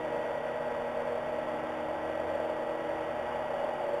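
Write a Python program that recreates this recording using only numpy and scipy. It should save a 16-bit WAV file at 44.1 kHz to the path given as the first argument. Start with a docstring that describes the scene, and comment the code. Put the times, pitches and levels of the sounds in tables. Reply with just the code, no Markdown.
"""The gears of a powered bead roller grind steadily as a strip of sheet metal is guided through its rolls.
Their roughness returns with each turn, ringing the steel frame and the sheet under a rasp and a tooth whine.
The motor buzzes on twice the mains frequency, and a fan drones behind it in the workshop air.
A small narrow-band microphone cuts the treble and adds a faint fizz."""
import sys
import numpy as np
from scipy import signal
from scipy.fft import rfft, irfft
from scipy.io import wavfile
from scipy.ndimage import uniform_filter1d, map_coordinates

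SR = 44100
rng = np.random.default_rng(int(sys.argv[2]) if len(sys.argv) > 2 else 0)


def master_out(mix):
    """Clip the mix to full scale and print it as 16-bit PCM to the path in sys.argv[1]."""
    frames = np.transpose(np.atleast_2d(mix))
    ceiling = np.clip(frames, -1, 1)
    pcm = np.round(ceiling * 32767).astype(np.int16)
    wavfile.write(sys.argv[1], SR, pcm)


N = 176400
TEETH = 32


# The gears pick up speed as the load eases. Each row: time in seconds, tooth rate in Hz.
TOOTH_RATE = [(0, 312.1), (.6, 308.9), (1.4, 311.3), (1.8, 314.3), (2.3, 320.9), (2.9, 322.8), (3.4, 321.9),
              (4, 325.1)]

def gear_turns():
    """How many turns the gear has made at each moment."""
    return np.cumsum(curve(TOOTH_RATE)) / SR / TEETH


def grind(turns, repeat, size=4096):
    """Tooth contact: roughness that returns every turn (the `repeat` share), plus fresh rubbing."""
    surface = map_coordinates(rng.standard_normal(size), [turns % 1 * size], mode="grid-wrap")
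    surface = unit(surface) * np.sqrt(size * turns[-1] / N)
    return np.sqrt(repeat) * surface + np.sqrt(1 - repeat) * rng.standard_normal(N)


# The steel frame's resonances. Each row: pitch in Hz, width in Hz, relative level in dB.
FRAME_MODES = [(478, 50, -10), (563.8, 87, -6), (614.9, 53, -1)]
# The fader ride on the frame's ring. Each row: time in seconds, level in dB before trim and wobble.
FRAME_RIDE = [(0, -35.5), (.8, -35.5), (1.45, -35), (1.7, -39), (2.05, -36), (2.35, -34), (2.8, -38),
              (3.1, -37.5), (3.4, -37), (3.7, -35.5), (4, -36.5)]
# The frame's main mode sings, loudest as the end of the strip nears.
# Each row: time in seconds, pitch in Hz, level in dB before wobble.
FRAME_SING = [(0, 570, -48), (.4, 569.8, -38), (.6, 573.6, -47), (.85, 571, -40.5), (1.3, 571.3, -51.5),
              (1.8, 573, -43.5), (2.3, 567.4, -46), (2.8, 574.3, -41), (3.15, 575.5, -44),
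              (3.3, 569.4, -46.5), (3.6, 567.4, -39.5), (3.78, 571.6, -45.5), (3.88, 576, -34),
              (3.95, 578, -31.5), (4, 575, -41)]
# Uneven loading of the gears. Each row: swells per turn, rms depth in dB.
LOAD_WOBBLE = [(2, 0.7), (3, 0.8), (4, .6), (5, 0.5)]

def frame_ring(turns, trim_db=-0.5):
    """The grinding gears make the frame ring and sing; their uneven load wobbles its level."""
    load_db = sum(db * tone(k * turns) for k, db in LOAD_WOBBLE)
    wobble = unit(undb(load_db + 0.5 * walk(21.995)))
    modes = sum(undb(db) * unit(resonate(grind(turns, repeat=0.69), hz, width))
                for hz, width, db in FRAME_MODES)
    ring = compress(modes) * undb(curve(FRAME_RIDE) + trim_db)
    sing_cycles = np.cumsum(curve(FRAME_SING)) / SR + 0.046 * walk(16)
    sing = undb(curve(FRAME_SING, column=2)) * tone(sing_cycles)
    return (ring + sing) * wobble


# The sheet's ring builds, and the rolls follow it. 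Each row: time in seconds, level in dB before trim.
SHEET_RIDE = [(0, -50), (.8, -46), (1.9, -43), (2.7, -41), (3.1, -42), (3.35, -36.5), (3.6, -38.5),
              (3.82, -34), (3.92, -45), (4, -43)]

def sheet_and_rolls(turns, sheet_trim_db=-5, rolls_db=-67):
    """The gears ring the sheet in the midrange and the rolls, thin and faint, above it."""
    swell = undb(curve(SHEET_RIDE))
    sheet = resonate(grind(turns, repeat=0.48), hz=811.6, width_hz=142)
    rolls = resonate(grind(turns, repeat=0.45), hz=2900, width_hz=45)
    return unit(sheet) * swell * undb(sheet_trim_db) + unit(rolls * swell) * undb(rolls_db)


# The rasp's EQ, fullest in the mids. Each row: frequency in Hz, relative gain in dB.
RASP_EQ = [(150, -29.5), (250, -7), (400, -6), (520, -5.5), (720, 0), (950, -1.5), (1150, -7), (1600, -10),
           (2050, -12), (2500, -17), (3000, -19.5), (3500, -23), (3900, -38)]

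def gear_rasp(turns, level_db=-41):
    """The teeth rub in a broad rasp that pulses with the motor's torque ripple."""
    ripple = undb(0.85 * tone(BUZZ_HZ * np.arange(N) / SR) + 0.4 * walk(14))
    return colour(grind(turns, repeat=0.23) * ripple, RASP_EQ) * undb(level_db)


# The whine fades in and out. Each row: time in seconds, level in dB.
WHINE_RIDE = [(0, -47.5), (.5, -59), (1, -68), (1.35, -51), (1.55, -47), (2.2, -47), (2.6, -48.5),
              (3, -45.5), (3.3, -58), (4, -56)]

def gear_whine(turns):
    """The meshing teeth whine at the tooth rate, with a slight flutter."""
    return undb(curve(WHINE_RIDE)) * tone(TEETH * turns + 0.09 * walk(25))


BUZZ_HZ = 120.35  # twice the mains frequency
# The partials of the motor's buzz. Each row: harmonic number, level in dB.
BUZZ_PARTIALS = [(1, -66.5), (4, -48), (5, -57.5), (6, -58.5), (7, -46.5), (8, -54), (10, -66), (11, -58.5),
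                 (12, -63.5), (13, -60), (14, -68)]
# The deep hum. Each row: time in seconds, second harmonic in dB, third harmonic in dB.
HUM_RIDE = [(0, -55.5, -51), (.4, -51, -60.5), (1.2, -49.5, -56.5), (1.7, -49.5, -55), (2, -53.5, -54.5),
            (3, -53.5, -55.5), (3.7, -53.5, -54.5), (3.88, -54, -47.5), (4, -56, -47)]

def motor(drift=0.000801, waver_db=1.6):
    """Magnetic buzz on a near-steady pitch over a deep hum; each partial wavers a little."""
    cycles = np.cumsum(BUZZ_HZ * (1 + drift * walk(4))) / SR
    second = undb(curve(HUM_RIDE)) * tone(2 * cycles)
    third = undb(curve(HUM_RIDE, column=2)) * tone(3 * cycles)
    buzz = sum(undb(db + waver_db * walk(3.12)) * tone(k * cycles) for k, db in BUZZ_PARTIALS)
    return second + third + buzz


# The fader ride on the fan's low drone. Each row: time in seconds, level in dB.
FAN_RIDE = [(0, -62), (.6, -61), (1.2, -61.5), (1.7, -61), (2.3, -54.5), (2.65, -65), (3, -60.5),
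            (3.4, -56.5), (3.7, -70), (4, -64)]
# Lone steady tones of the fan and motor. Each row: pitch in Hz, level in dB.
LONE_TONES = [(150.7, -58.5), (1922, -54)]

def drones(fan_hz=80, waver_db=1):
    """The fan drones low, under lone tones that gently swell and fade."""
    t = np.arange(N) / SR
    fan = undb(curve(FAN_RIDE)) * tone(fan_hz * t)
    return fan + sum(undb(db + waver_db * walk(3.503)) * tone(hz * t + 0.061 * walk(8))
                     for hz, db in LONE_TONES)


# The dark EQ of the room tone. Each row: frequency in Hz, relative gain in dB.
AIR_EQ = [(20, -7), (40, 0), (62, -8), (100, -5.5), (160, -1), (250, -5.5), (600, -2), (3000, -21.5),
          (5000, -65), (13000, -40)]

def workshop_air(level_db=-52):
    """A soft, even bed of noise behind the machine."""
    return colour(rng.standard_normal(N), AIR_EQ) * undb(level_db)


def undb(db):
    """Decibels to gain."""
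    return 10 ** (np.asarray(db) / 20)


def unit(x):
    """Scale to rms 1."""
    return x / np.sqrt(np.mean(x ** 2))


def curve(table, column=1):
    """One column of a time table, joined by straight lines."""
    rows = np.array(table, float)
    return np.interp(np.arange(N) / SR, rows[:, 0], rows[:, column])


def walk(rate):
    """Random levels held 1 / rate seconds and smoothed twice; rms about 1."""
    hold = max(int(SR / rate), 2)
    steps = np.repeat(rng.standard_normal(N // hold + 2), hold)
    return unit(uniform_filter1d(uniform_filter1d(steps, hold), hold))[:N]


def tone(cycles):
    """A sine of rms 1 with a random starting phase."""
    return np.sqrt(2) * np.sin(2 * np.pi * (cycles + rng.random()))


def colour(x, eq):
    """EQ a sound through (Hz, dB) points and scale it to rms 1."""
    hz, db = np.array(eq, float).T
    bins_hz = np.maximum(np.fft.rfftfreq(N, 1 / SR), 1)
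    gain = undb(np.interp(np.log(bins_hz), np.log(hz), db))
    return unit(irfft(rfft(x) * gain, N))


def resonate(x, hz, width_hz):
    """A steep resonance: two band-passes in a row."""
    b, a = signal.iirpeak(hz, hz / width_hz, fs=SR)
    return signal.lfilter(b, a, signal.lfilter(b, a, x))


def compress(x, window_s=0.032, amount=0.49):
    """Hold a ring fairly even in level, at rms 1."""
    power = uniform_filter1d(x ** 2, int(window_s * SR)) + 1e-9
    return unit(x / power ** (amount / 2))


def scene():
    """The mono mix: everything the gears drive, over a bed of air, motor and fan."""
    bed = workshop_air() + motor() + drones()
    turns = gear_turns()
    gears = gear_whine(turns) + frame_ring(turns) + sheet_and_rolls(turns) + gear_rasp(turns)
    return (gears + bed)[None]


def record(dry, mic_top_hz=3830, clock_hz=3903, fizz_db=-10.5, hiss_db=-74.5, top_hz=12800):
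    """A narrow-band microphone; its uneven sample clock mirrors the sound into the treble, over hiss."""
    narrow = signal.sosfilt(signal.butter(18, mic_top_hz, fs=SR, output="sos"), dry)
    t = np.arange(N) / SR
    clock_slip = sum(np.sin(2 * np.pi * k * clock_hz * t) / k for k in (1, 2, 3))
    slope = signal.lfilter([.5, 0, -.5], [1], narrow)
    fizz = undb(fizz_db) * clock_slip * slope
    hiss = undb(hiss_db) * rng.standard_normal(N)
    high_cut = signal.ellip(10, .2, 80, top_hz, fs=SR, output="sos")
    return signal.sosfilt(high_cut, narrow + fizz + hiss)


dry = scene()
out = record(dry)
master_out(out)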